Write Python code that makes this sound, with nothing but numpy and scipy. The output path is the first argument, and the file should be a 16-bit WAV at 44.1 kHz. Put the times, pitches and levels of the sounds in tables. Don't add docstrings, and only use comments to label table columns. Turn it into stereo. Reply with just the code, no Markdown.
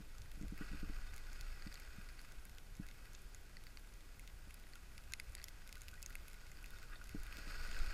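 import sys
import numpy as np
from scipy import signal
from scipy.fft import rfft, irfft
from scipy.io import wavfile
from scipy.ndimage import uniform_filter1d

SR = 44100
rng = np.random.default_rng(int(sys.argv[2]) if len(sys.argv) > 2 else 0)


def wav_record(signal):
    frames = np.transpose(np.atleast_2d(signal))
    bounded = np.clip(frames, -1, 1)
    quanta = np.round(bounded * 32767).astype(np.int16)
    wavfile.write(sys.argv[1], SR, quanta)


def gain_from_db(level_db):
    decades = np.asarray(level_db, float) / 20
    return 10 ** decades


N = 349713

# start_s, level_db
WIND = [(0.0, -54.5), (0.62, -47), (0.9, -42), (1.17, -48.5), (1.5, -47), (1.57, -52), (3.9, -56),
        (5.92, -54), (6.2, -50), (6.25, -57), (6.96, -49), (7.05, -54), (7.18, -48.5), (7.37, -53),
        (7.55, -44), (7.75, -41.5), (7.82, -33), (7.93, -43.5)]
# centre_s, level_db
BUFFETS = [(.11, 5), (1.51, 5), (1.65, 6), (2.39, 8.5), (2.85, 7), (3.26, 5.5), (3.5, -9), (3.85, 0),
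           (4.15, -1), (4.85, -1), (5.2, 5), (5.85, -9), (6.21, 2.5), (6.35, 2), (6.75, 3), (7.19, 10.5)]
# centre_s, level_db
PUFFS = [(.05, 2), (.5, 7.5), (1.0, 1), (1.7, -3.5), (2.45, -5), (2.85, 3.5), (3.0, -3), (3.5, -2.5),
         (3.95, -7.5), (4.25, -2.5), (4.47, 3.5), (4.75, -5), (4.9, -1), (5.3, 3.5), (5.9, 2), (6.35, 2.5),
         (6.65, -1.5), (6.95, 1), (7.15, 7), (7.55, 2), (7.8, -17)]
# frequency_hz, density_db
THROB = [(8, -8.5), (18, 0.5), (26, 2), (40, -12), (60, -18), (100, -36), (200, -72)]
FLUTTER = [(20, -21.5), (45, -2), (110, -16), (200, -24.5), (400, -28.5), (900, -35.5), (2000, -89)]
BUFFET_S, PUFF_S = 0.028, 0.14
FLUTTER_DB, FLUTTER_FOLLOWS = -59, 0.24

# start_s, effort_db, fineness_db
EDGING = [(0, -71.5, 1.5), (.52, -70, 0), (.61, -63, -3), (1.0, -65, -1), (1.7, -65.5, -0.5),
          (2.16, -67, -1), (2.6, -73.5, 1), (3.05, -69.5, 0), (3.9, -73, 2), (5.3, -70, -0.5),
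          (6.3, -69, 1.5), (6.55, -68.5, 1), (6.7, -67.5, 0.5), (7.1, -67.5, 0), (7.3, -63.5, -2.5),
          (7.45, -60, -2.5), (7.77, -58, -2.5), (7.93, -58.5, -5)]
# level_db at full edging, slope_db per dB of effort, slope_db per dB of fineness
SHAKE_LAW = (-59.5, 1.026, -0.4)
MIDDLE_LAW = (-60, 1.08, -0.074)
HIGH_LAW = (-59, 1.38, 1)
RUSH_LAW = (-68, 1.5, 0.093)
GRIT_LAW = (-69, 2.1, .5)
# centre_s, level_db
JOLTS = [(.62, -55.5), (1.28, -76), (2.58, -66), (2.85, -63), (4.99, -73), (5.12, -71), (5.76, -66),
         (5.94, -67), (6.1, -69), (6.63, -72), (6.73, -74), (6.85, -69), (6.931, -56), (7.02, -68),
         (.84, -65), (.93, -72), (.98, -69), (7.75, -60)]
FULL_EDGE_DB, JOLT_S = -60, 0.02

# pitch_hz, width_hz, level_db
CASE = [(1274, 270, -8.5), (1470, 135, 0), (1624, 140, -0.5), (1940, 174, -2.5), (2198, 91, -6.5),
        (2550, 420, -5), (2950, 1150, -8.5), (3645, 60, -4), (4570, 1500, -11.5), (5210, 1100, -14.5),
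        (6620, 540, -12), (8380, 3100, -16), (10930, 1100, -16), (13000, 3000, -22.5)]
COVER = [(2110, 280, 8.5), (2600, 250, 6.5), (3650, 1400, 0.5), (4700, 1800, -2.5), (6840, 1540, -2.5),
         (8660, 800, -9), (11100, 1900, -9.5), (13460, 9000, -26)]
FRAME = [(1964, 240, 4.5), (2600, 1500, -16), (4500, 750, 7.5), (6650, 630, -3), (9000, 1400, -20)]

# start_s, peak_db, brightness_db per band, hollowness_db
TAPS = [(0.2588, -51, 1, 7), (0.578, -44, 1.5, 16), (0.935, -48, -9, -0.5), (1.623, -42, -6, -0.5),
        (1.6729, -42.5, -1, 1), (1.726, -42.5, 0, 0.5), (1.7555, -42, 0, -1), (2.089, -45.5, -2, 1),
        (2.1925, -44, -1, 0), (2.549, -53, 3, 1), (3.056, -48, 1, 10), (3.569, -42.5, -1, 1.5),
        (3.6682, -41, 0, 1.5), (3.7725, -40, -1.5, 1), (4.669, -49.5, 1, 6), (4.735, -44.5, -4, -1),
        (5.369, -49, -2, 4), (5.3795, -49, 0, 0), (5.384, -49, -3, 4), (5.39, -50, -4, 1),
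        (5.3994, -45.5, -7, 4), (5.416, -46.5, -3, 0.5), (5.943, -58, 0, -2), (6.105, -44, 1.5, 6),
        (6.571, -48.5, 1, 0), (6.7062, -48, 4, 8), (6.8288, -48, 4, -1), (6.9567, -48.5, -7, 10),
        (7.015, -53, -3, 3), (7.1152, -50, 2, 3), (7.2665, -44, 1.5, 13), (7.326, -45, 1, 16),
        (7.519, -54, 2, -3), (7.58, -50, 3, -4), (7.63, -51, 0, -2), (7.746, -41, -2, 9),
        (7.895, -53, 2, -8), (7.92, -53, 2, 0)]
# start_s, peak_db, brightness_db per band, hollowness_db
TICKS = [(0.183, -45, 12, -5), (0.413, -52, 5, -3), (0.4255, -48, -8, -5), (1.1414, -45, 5, 0),
         (1.331, -42.5, 0.5, 2), (1.799, -41, 4, 5), (2.453, -39.5, 2.5, 13), (2.7528, -47.5, 0, 2.5),
         (2.8665, -45.5, 0, 4.5), (3.1332, -45, 3, 3), (3.219, -47.5, 7, 5), (3.347, -42.5, 2, 4),
         (3.939, -48.5, 7, 0), (4.1952, -42, 0, 6), (4.5075, -44.5, -1.5, 4), (4.5426, -41, 4, 14),
         (5.4414, -30.5, 3, 3), (5.692, -43, -0.5, 4), (5.8182, -40.5, 2, 14), (6.0276, -37, 3.5, 1),
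         (6.0613, -36, 1, 1.5), (6.1539, -36.5, -1.5, 12), (6.332, -45, 0.5, 6), (6.5165, -44, -1, 2),
         (6.628, -46, 3, 3.5), (6.6424, -45.5, -0.5, 10), (7.0413, -41, 7, 2), (7.234, -40.5, 2, 5),
         (7.714, -39, -6.5, -1.5), (7.79, -39, -11, -12)]
# start_s, peak_db, brightness_db per band, hollowness_db
HITS = [(0.2187, -43.5, 6, -1), (0.3164, -43.5, 2.5, 7), (0.4818, -46, 2.5, 5), (1.1634, -40, 6, 6),
        (1.4104, -36.5, 4, 1), (1.742, -39.5, 9, -3), (2.2156, -44, 11, -1), (2.4958, -45, 3.5, 5),
        (2.5839, -41.5, 1.5, 2.5), (2.887, -45, 0.5, 4), (2.9128, -48, 1, 3), (3.1495, -41.5, 1, -4),
        (3.6378, -51, 3, 4), (4.276, -43, 2, 3), (4.5987, -49, 6, 0), (4.7554, -42.5, 2.5, 7.5),
        (4.9795, -41.5, 2, 3), (5.122, -39, 10, -1), (5.136, -31, -0.5, 9), (5.199, -35.5, 1.5, 6),
        (5.351, -35, 6, 1.5), (5.484, -39.5, 3, 3), (5.6756, -42, 4, 6), (5.7268, -37.5, 3.5, 4.5),
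        (5.755, -41, 2, 5), (5.883, -42, 4, 8), (5.94, -46, 2, 11), (6.282, -42, 3.5, 9),
        (7.0928, -41.5, 2, 5), (7.37, -39, 3.5, 2.5)]
# start_s, peak_db, brightness_db per band
SPECKS = [(0.3385, -49, 8), (1.172, -46, 1), (1.18, -43, 0), (1.269, -48, 0), (1.416, -50, 7),
          (2.3214, -45.5, 2), (3.5124, -58, -2), (3.7944, -57, 2), (3.874, -53, 10), (4.0073, -50.5, -1),
          (4.2991, -53, -3), (5.038, -50, 0), (5.283, -55, 0), (5.296, -51, 9), (5.3217, -48, 4),
          (5.332, -54, 3), (5.428, -47, 0), (5.46, -61, 3), (5.4906, -45, 7), (5.7704, -48, 2),
          (5.78, -48, 1), (5.809, -47, 4), (5.834, -49, 1), (5.888, -43, 1), (5.914, -47, 5),
          (6.02, -46, 3), (6.098, -46, 8), (6.127, -48, 0), (6.1835, -56, -5), (6.262, -59, 6),
          (6.30, -50, 0), (6.343, -47.5, -0.5), (6.467, -50, -1), (6.66, -42.5, 0.5), (6.7865, -47, 0),
          (7.073, -47, 2), (7.201, -48, 2), (7.388, -46, 1), (7.5114, -45, 8), (7.6264, -51, 0),
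          (7.674, -45, 2), (7.691, -47, -3), (7.729, -43, -3), (7.745, -45, -3), (7.765, -44, -8),
          (7.8, -43.5, -3), (7.8623, -42, -1), (7.8714, -53, 0), (7.9204, -50, 0), (2.768, -46, 5),
          (5.197, -49, -3)]
# low_hz, high_hz
PELLET_BANDS_HZ = [(1350, 3000), (3000, 5700), (5700, 9000), (9000, 16400)]
TAP_DB = (-3.5, -0.5, -7.5, -11.5)
TICK_DB = (-6.5, -9.5, -0.5, -6.5)
HIT_DB = (0.5, 2, -2, -5)
SPECK_DB = (-1, -11.5, -6, -0.5)
PELLET_TOP_HZ = 12900

# start_s, peak_db, pitch_hz
ACCENTS = [(1.4108, -44, 4220), (2.5842, -46, 2600), (3.1495, -60, 2640), (3.3466, -48, 6650),
           (3.5683, -47, 1510), (3.638, -52, 11000), (3.7944, -59, 11000), (4.5426, -53, 4870),
           (5.1214, -40, 6800), (5.1218, -52, 2090), (5.1359, -33, 2490), (5.1359, -33, 6900),
           (5.1359, -34, 5500), (5.1359, -33, 4100), (5.1359, -43, 10300), (5.1989, -35.5, 2200),
           (5.1996, -36.5, 4770), (5.1989, -44, 4060), (5.1989, -46, 10600), (5.351, -40.5, 10300),
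           (5.3516, -43, 4850), (5.351, -39.5, 8030), (5.4414, -49, 6700), (5.4829, -43, 2110),
           (5.8178, -44, 9400), (6.1534, -45, 11520), (6.8284, -48, 2100), (7.3257, -39, 2540),
           (5.351, -39.5, 2030), (5.4414, -38, 5520), (5.4414, -40, 3540), (5.4414, -45, 12300),
           (5.4829, -44, 5760), (5.7268, -47, 5300), (5.7268, -52, 2600), (5.8178, -45.5, 6700),
           (5.883, -39, 2670), (5.883, -41, 5000), (5.883, -47, 12300), (6.0276, -44, 8400),
           (6.0276, -46, 4700), (6.0614, -33, 6680), (6.0614, -43, 4960), (6.0614, -43.5, 8140),
           (6.1534, -46, 2070), (6.1534, -51, 4270), (6.1534, -40.5, 1630), (6.6425, -42, 2600),
           (6.6425, -54, 4270), (4.639, -50, 2050), (4.638, -52, 3800), (7.0928, -49, 12340),
           (7.37, -48, 6750)]
# start_s, peak_db, pitch_hz
RATTLES = [(0.614, -49, 1520), (0.832, -49, 1440), (0.9438, -57, 1530), (0.9857, -49, 1470),
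           (1.1119, -57, 1510), (1.2665, -55, 1660), (1.287, -49, 1470), (1.4257, -51, 1500),
           (1.4394, -58, 1410), (1.5444, -59, 1400), (5.768, -48.5, 1470), (5.931, -46.5, 1486),
           (6.0906, -54, 1380), (6.2682, -56, 1490), (6.332, -57, 1460), (6.4333, -54, 1470),
           (6.6238, -49.5, 1460), (6.734, -48, 1436), (6.7605, -51, 1470), (6.8174, -54, 1470),
           (6.832, -50, 1520), (6.8494, -56, 1450), (6.899, -51, 1240), (6.928, -46, 1630),
           (6.932, -49, 1230), (4.755, -51, 1420), (6.102, -49, 1420), (7.163, -52, 1500),
           (7.241, -52, 1620), (7.3088, -49, 1560), (7.4545, -54, 1560), (7.5183, -51, 1340),
           (7.5494, -46, 1440), (7.6615, -53, 1510), (7.7646, -39, 1530), (7.8, -44, 1380),
           (7.861, -43, 1470), (7.885, -62, 1580)]
# start_s, peak_db, pitch_hz, t60_s
CREAKS = [(1.09, -60, 3650, .035), (5.121, -53.5, 1570, .055), (6.034, -53, 2600, .04),
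          (6.705, -58, 3650, .03), (6.771, -57, 3650, .035), (6.93, -58, 3650, .04),
          (6.958, -57, 3650, .05), (7.014, -47.5, 1450, .035), (7.265, -60, 3650, .03),
          (5.977, -57, 1950, .06), (6.96, -60, 660, .04)]
ACCENT_T60_S, ACCENT_RISE_S = 0.0071, 0.00031
RATTLE_T60_S, RATTLE_DB, RATTLE_RISE_S = 0.042, -1.5, 0.0012

# start_s, peak_db, upper_db per octave of mode pitch above 203 Hz
KNOCKS = [(0.002, -52, -11.5), (0.37, -58.5, -9), (0.41, -46, -8), (0.4299, -47.5, -5), (0.445, -51.5, -1),
          (0.5207, -44.5, -10), (0.608, -43, -4), (0.714, -49, -20), (0.73, -49.5, -3), (0.744, -51, -13),
          (0.828, -44, -8), (0.884, -62, 4), (0.894, -49, -4), (1.664, -47, -13), (1.983, -50.5, -21),
          (2.796, -42.5, -13), (4.47, -61, -6), (7.145, -42, -3), (7.382, -56.5, -5.5), (7.469, -56.5, -4)]
# pitch_hz, level_db, t60_s
MOUNT = [(118, 7.5, 0.013), (193, 1, 0.049), (293.5, 1, 0.067), (427, -12, 0.11), (520, -22.5, 0.087),
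         (660, -11, 0.029), (804, -12, 0.032)]

FLAKE_RING_HZ, FLAKE_RING_WIDTH_HZ, FLAKE_RING_DB, FLAKE_RING_SWING_DB = 11020, 180, -91, 6.5

# frequency_hz, density_db
CAPSULE = [(200, -7.5), (1000, 3.5), (3200, 0), (7600, -5), (11000, -6.5), (15500, -7)]
HISS = [(60, -34), (200, -2.5), (1000, 2), (3200, 0), (7600, 2), (11000, -1.5), (15200, -6)]
SHARED_HISS_DB, HISS_DB = -69.5, -72.5
# frequency_hz, level_db
KEPT = [(12300, -125), (12850, -102.5), (15200, -103.5), (15300, 0)]
SHARP_DB = 9.0


def evened(x):
    return x / np.sqrt(np.mean(x ** 2) + 1e-20)


def read(points, hz):
    f, value = np.transpose(points)
    return np.interp(np.log(hz + 1), np.log(f + 1), value)


def curve(rows, column):
    rows = np.array(rows)
    return np.interp(np.arange(N) / SR, rows[:, 0], rows[:, column])


def bumps(rows, width_s):
    t = np.arange(0, N, 64) / SR
    swells = sum(high * np.exp(-((t - s) / width_s) ** 2) for s, high in rows)
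    return np.interp(np.arange(N) / SR, t, swells)


def drift(span):
    white = rng.standard_normal(N)
    return evened(uniform_filter1d(uniform_filter1d(white, int(span)), int(span)))


def noise(points, channels=1):
    white = rng.standard_normal((channels, N))
    gain = gain_from_db(read(points, np.fft.rfftfreq(N, 1 / SR)))
    return evened(irfft(rfft(white) * gain, N))


def steadied(x, span_s, share):
    span = int(span_s * SR)
    power = uniform_filter1d(uniform_filter1d(x ** 2, span), span)
    return evened(x / (abs(power) + 1e-3) ** (share / 2))


def band(x, lo_hz, hi_hz):
    return signal.sosfilt(signal.butter(2, [lo_hz, hi_hz], "band", fs=SR, output="sos"), x)


def ring_of(modes, leak_db):
    hz = abs(np.fft.fftfreq(8192, 1 / SR))
    power = gain_from_db(2 * leak_db) + sum(gain_from_db(2 * db) / (1 + (2 * (hz - f) / w) ** 2) ** 2 for f, w, db in modes)
    log_gain = np.log(power) / 2
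    minimum_phase = np.exp(np.conj(signal.hilbert(log_gain)))
    ring = np.fft.ifft(minimum_phase).real[:2048]
    return ring / np.linalg.norm(ring)


def wind():
    pressure_db = curve(WIND, column=1)
    throb = steadied(noise(THROB)[0], span_s=0.036, share=0.79)
    throb = throb * gain_from_db(pressure_db + bumps(BUFFETS, BUFFET_S))
    flutter = noise(FLUTTER)[0]
    lump_db = 2.6 * drift(span=1300) + bumps(PUFFS, PUFF_S) - 1.5
    lumps = band(flutter, 29, 150) * (gain_from_db(lump_db) - 1)
    flutter_db = FLUTTER_DB + FLUTTER_FOLLOWS * (pressure_db - pressure_db.mean())
    return throb + (flutter + lumps) * gain_from_db(flutter_db)


def spray(ring):
    flicker = drift(span=370)
    effort_db = curve(EDGING, column=1) - FULL_EDGE_DB
    fine_db = curve(EDGING, column=2)
    laws = (SHAKE_LAW, MIDDLE_LAW, HIGH_LAW, RUSH_LAW, GRIT_LAW)
    shake, middle, high, rush, grit = (gain_from_db(db + by_effort * effort_db + by_fine * fine_db)
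                                       for db, by_effort, by_fine in laws)
    jolts = bumps([(s, gain_from_db(db)) for s, db in JOLTS], JOLT_S)

    chance, size, white = rng.random(N), rng.exponential(1, N), rng.standard_normal(N)
    landing = chance < 300 / SR * gain_from_db(3.5 * flicker)
    crystals = landing * gain_from_db(4.5 * np.minimum(size, 3.4)) * np.sign(white)
    drive = white * gain_from_db(0.91 * flicker) + 0.35 * evened(crystals)
    clods = signal.lfilter([1], [1, -0.985], (size > 1.6) * abs(crystals)) * white
    sound = signal.oaconvolve(drive + 0.21 * evened(clods), ring)[:N]

    out = shake * evened(band(sound, 790, 1536) * gain_from_db(0.58 * drift(span=490)))
    out += middle * evened(band(sound, 2036, 2650))
    out += high * evened(band(sound, 2960, 9300) + gain_from_db(0.5) * band(sound, 11050, 14500))
    out += jolts * evened(band(sound, 1060, 2130))
    out += rush * evened(band(drive, 150, 774))
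    fine_grit = band(drive + 0.58 * evened(crystals), 4110, 5160)
    return out + grit * evened(fine_grit + gain_from_db(-10) * band(drive, 8300, 8380))


def pellets(ring, rows, colour_db, join=-1):
    size = 700
    t = np.arange(size) / SR
    out = np.zeros(N + size)
    crumble = gain_from_db(-18 - 60 * t / 0.004) + gain_from_db(-28 - 60 * t / 0.035)
    bursts = rng.standard_normal((len(rows), size)) * crumble
    bursts[:, 4] += 1
    rung = signal.fftconvolve(bursts, ring[None, :size], axes=1)[:, :size] * np.hanning(2 * size)[size:]
    parts = np.array([band(rung, *edges) for edges in PELLET_BANDS_HZ])
    parts /= np.linalg.norm(parts, axis=2, keepdims=True) * np.array([1, join, 1, 1])[:, None, None]
    parts = signal.sosfilt(signal.butter(2, PELLET_TOP_HZ, fs=SR, output="sos"), parts)
    place = np.arange(4) - 1.5
    for k, (s, db, bright_db, hollow_db) in enumerate(rows):
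        band_db = np.array(colour_db) + bright_db * place + hollow_db * (place ** 2 - 1.25)
        tick = gain_from_db(band_db) @ parts[:, k]
        at = round(s * SR)
        out[at:at + size] += gain_from_db(db) * tick / abs(tick).max()
    return out[:N]


def single_modes(rows, rise_s):
    t = np.arange(3000) / SR
    out = np.zeros(N + 3000)
    rise = 1 - np.exp(-t / rise_s)
    for s, db, hz, t60 in rows:
        at = round(s * SR)
        out[at:at + 3000] += gain_from_db(db - 60 * t / t60) * rise * np.sin(2 * np.pi * hz * t)
    return out[:N]


def knocks():
    t = np.arange(6000) / SR
    out = np.zeros(N + 6000)
    rise = 1 - np.exp(-(t / 0.0042) ** 2)
    for s, db, upper_db in KNOCKS:
        modes = sum(gain_from_db(d + upper_db * np.log2(f / 203) - 60 * t / t60) * np.sin(2 * np.pi * f * (t - 0.004))
                    for f, d, t60 in MOUNT) * rise
        at = round(s * SR)
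        out[at:at + 6000] -= gain_from_db(db + 5.5) * modes / abs(modes).max()
    return out[:N]


def flakes(ring):
    chance, size, pick = rng.random(N), rng.exponential(1, N), rng.random(N)
    taps = (chance < 70 / SR) * gain_from_db(5.8 * np.minimum(size, 1.8))
    thin = band(signal.oaconvolve(taps * (pick < 0.7), ring)[:N], 12200, 16500)
    full = band(signal.oaconvolve(taps * (pick >= 0.7), ring)[:N], 5500, 20000)
    return gain_from_db(-44.5) * thin + gain_from_db(-64) * full


def flake_ring():
    half_hz = FLAKE_RING_WIDTH_HZ / 2
    air = band(rng.standard_normal(N), FLAKE_RING_HZ - half_hz, FLAKE_RING_HZ + half_hz)
    return evened(air) * gain_from_db(FLAKE_RING_DB + FLAKE_RING_SWING_DB * drift(span=1500))


def scene():
    case, cover, frame = ring_of(CASE, leak_db=-34), ring_of(COVER, leak_db=-17.5), ring_of(FRAME, leak_db=-6)
    mono = wind() + spray(case)
    mono += pellets(frame, TAPS, TAP_DB, join=0.87)
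    mono += pellets(cover, TICKS, TICK_DB, join=1)
    mono += pellets(cover, HITS, HIT_DB)
    mono += pellets(cover, [(*row, 0) for row in SPECKS], SPECK_DB)
    mono += single_modes([(*row, ACCENT_T60_S) for row in ACCENTS], ACCENT_RISE_S)
    rattles = [(s, db + RATTLE_DB, hz, RATTLE_T60_S) for s, db, hz in RATTLES]
    mono += single_modes(rattles, RATTLE_RISE_S)
    mono += single_modes(CREAKS, rise_s=0.00012)
    mono += knocks() + flakes(cover) + flake_ring()
    return np.array([mono, mono])


def sharp_treble(x):
    top = signal.sosfiltfilt(signal.butter(8, [12000, 16200], "band", fs=SR, output="sos"), x)
    level_db = 10 * np.log10(abs(uniform_filter1d(top ** 2, 96)) + 1e-14)
    sudden = level_db - uniform_filter1d(level_db, 8000) > SHARP_DB
    gate = uniform_filter1d(uniform_filter1d(1.0 * sudden, 96), 64)
    return top * np.minimum(2 * gate, 1)


def camera_thinning(mid, side, masked_db):
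    sharp = sharp_treble(mid)
    hz, _, z = signal.stft([mid, side, sharp], SR, nperseg=1024)
    z = np.array([z[0], z[1], z[0] - z[2]])
    power = (abs(z[:, :512].reshape(3, 128, 4, -1)) ** 2).mean(axis=2, keepdims=True)
    mid_db, side_db, calm_db = 10 * np.log10(uniform_filter1d(power, 3) + 1e-20)

    treble_db = mid_db[28:68].mean(axis=0)
    busy_db = uniform_filter1d(np.maximum(treble_db - uniform_filter1d(treble_db, 41) - 3, 0), 3)
    whim_db = 6.5 * uniform_filter1d(rng.standard_normal((2, *mid_db.shape)), 4)
    centre_hz = hz[2:512:4, None, None]
    below_top = centre_hz < 15250
    least_db = read(KEPT, centre_hz) + busy_db * 2
    keep_mid = calm_db > least_db + whim_db[0] * below_top
    side_least_db = np.maximum(least_db - 8.5, mid_db - masked_db + busy_db) + whim_db[1]
    keep_side = below_top & (side_db > side_least_db)
    keep_side[:4] = True

    kept = np.repeat(np.array([keep_mid, keep_side]), 4, axis=2).reshape(2, 512, -1)
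    thinned = np.pad(z[[2, 1], :512] * kept, ((0, 0), (0, 1), (0, 0)))
    thin_mid, thin_side = signal.istft(thinned, SR, nperseg=1024)[1][:, :N]
    return thin_mid + sharp, thin_side


def top_cut(x):
    return signal.sosfilt(signal.butter(12, 16500, fs=SR, output="sos"), x)


def record(dry):
    capsule_hiss = gain_from_db(SHARED_HISS_DB) * noise(CAPSULE)
    left, right = dry + capsule_hiss + gain_from_db(HISS_DB) * noise(HISS, channels=2)
    mid, side = camera_thinning((left + right) / 2, (left - right) / 2, masked_db=16.5)
    return top_cut(np.array([mid + side, mid - side]))


dry = scene()
out = record(dry)
wav_record(out)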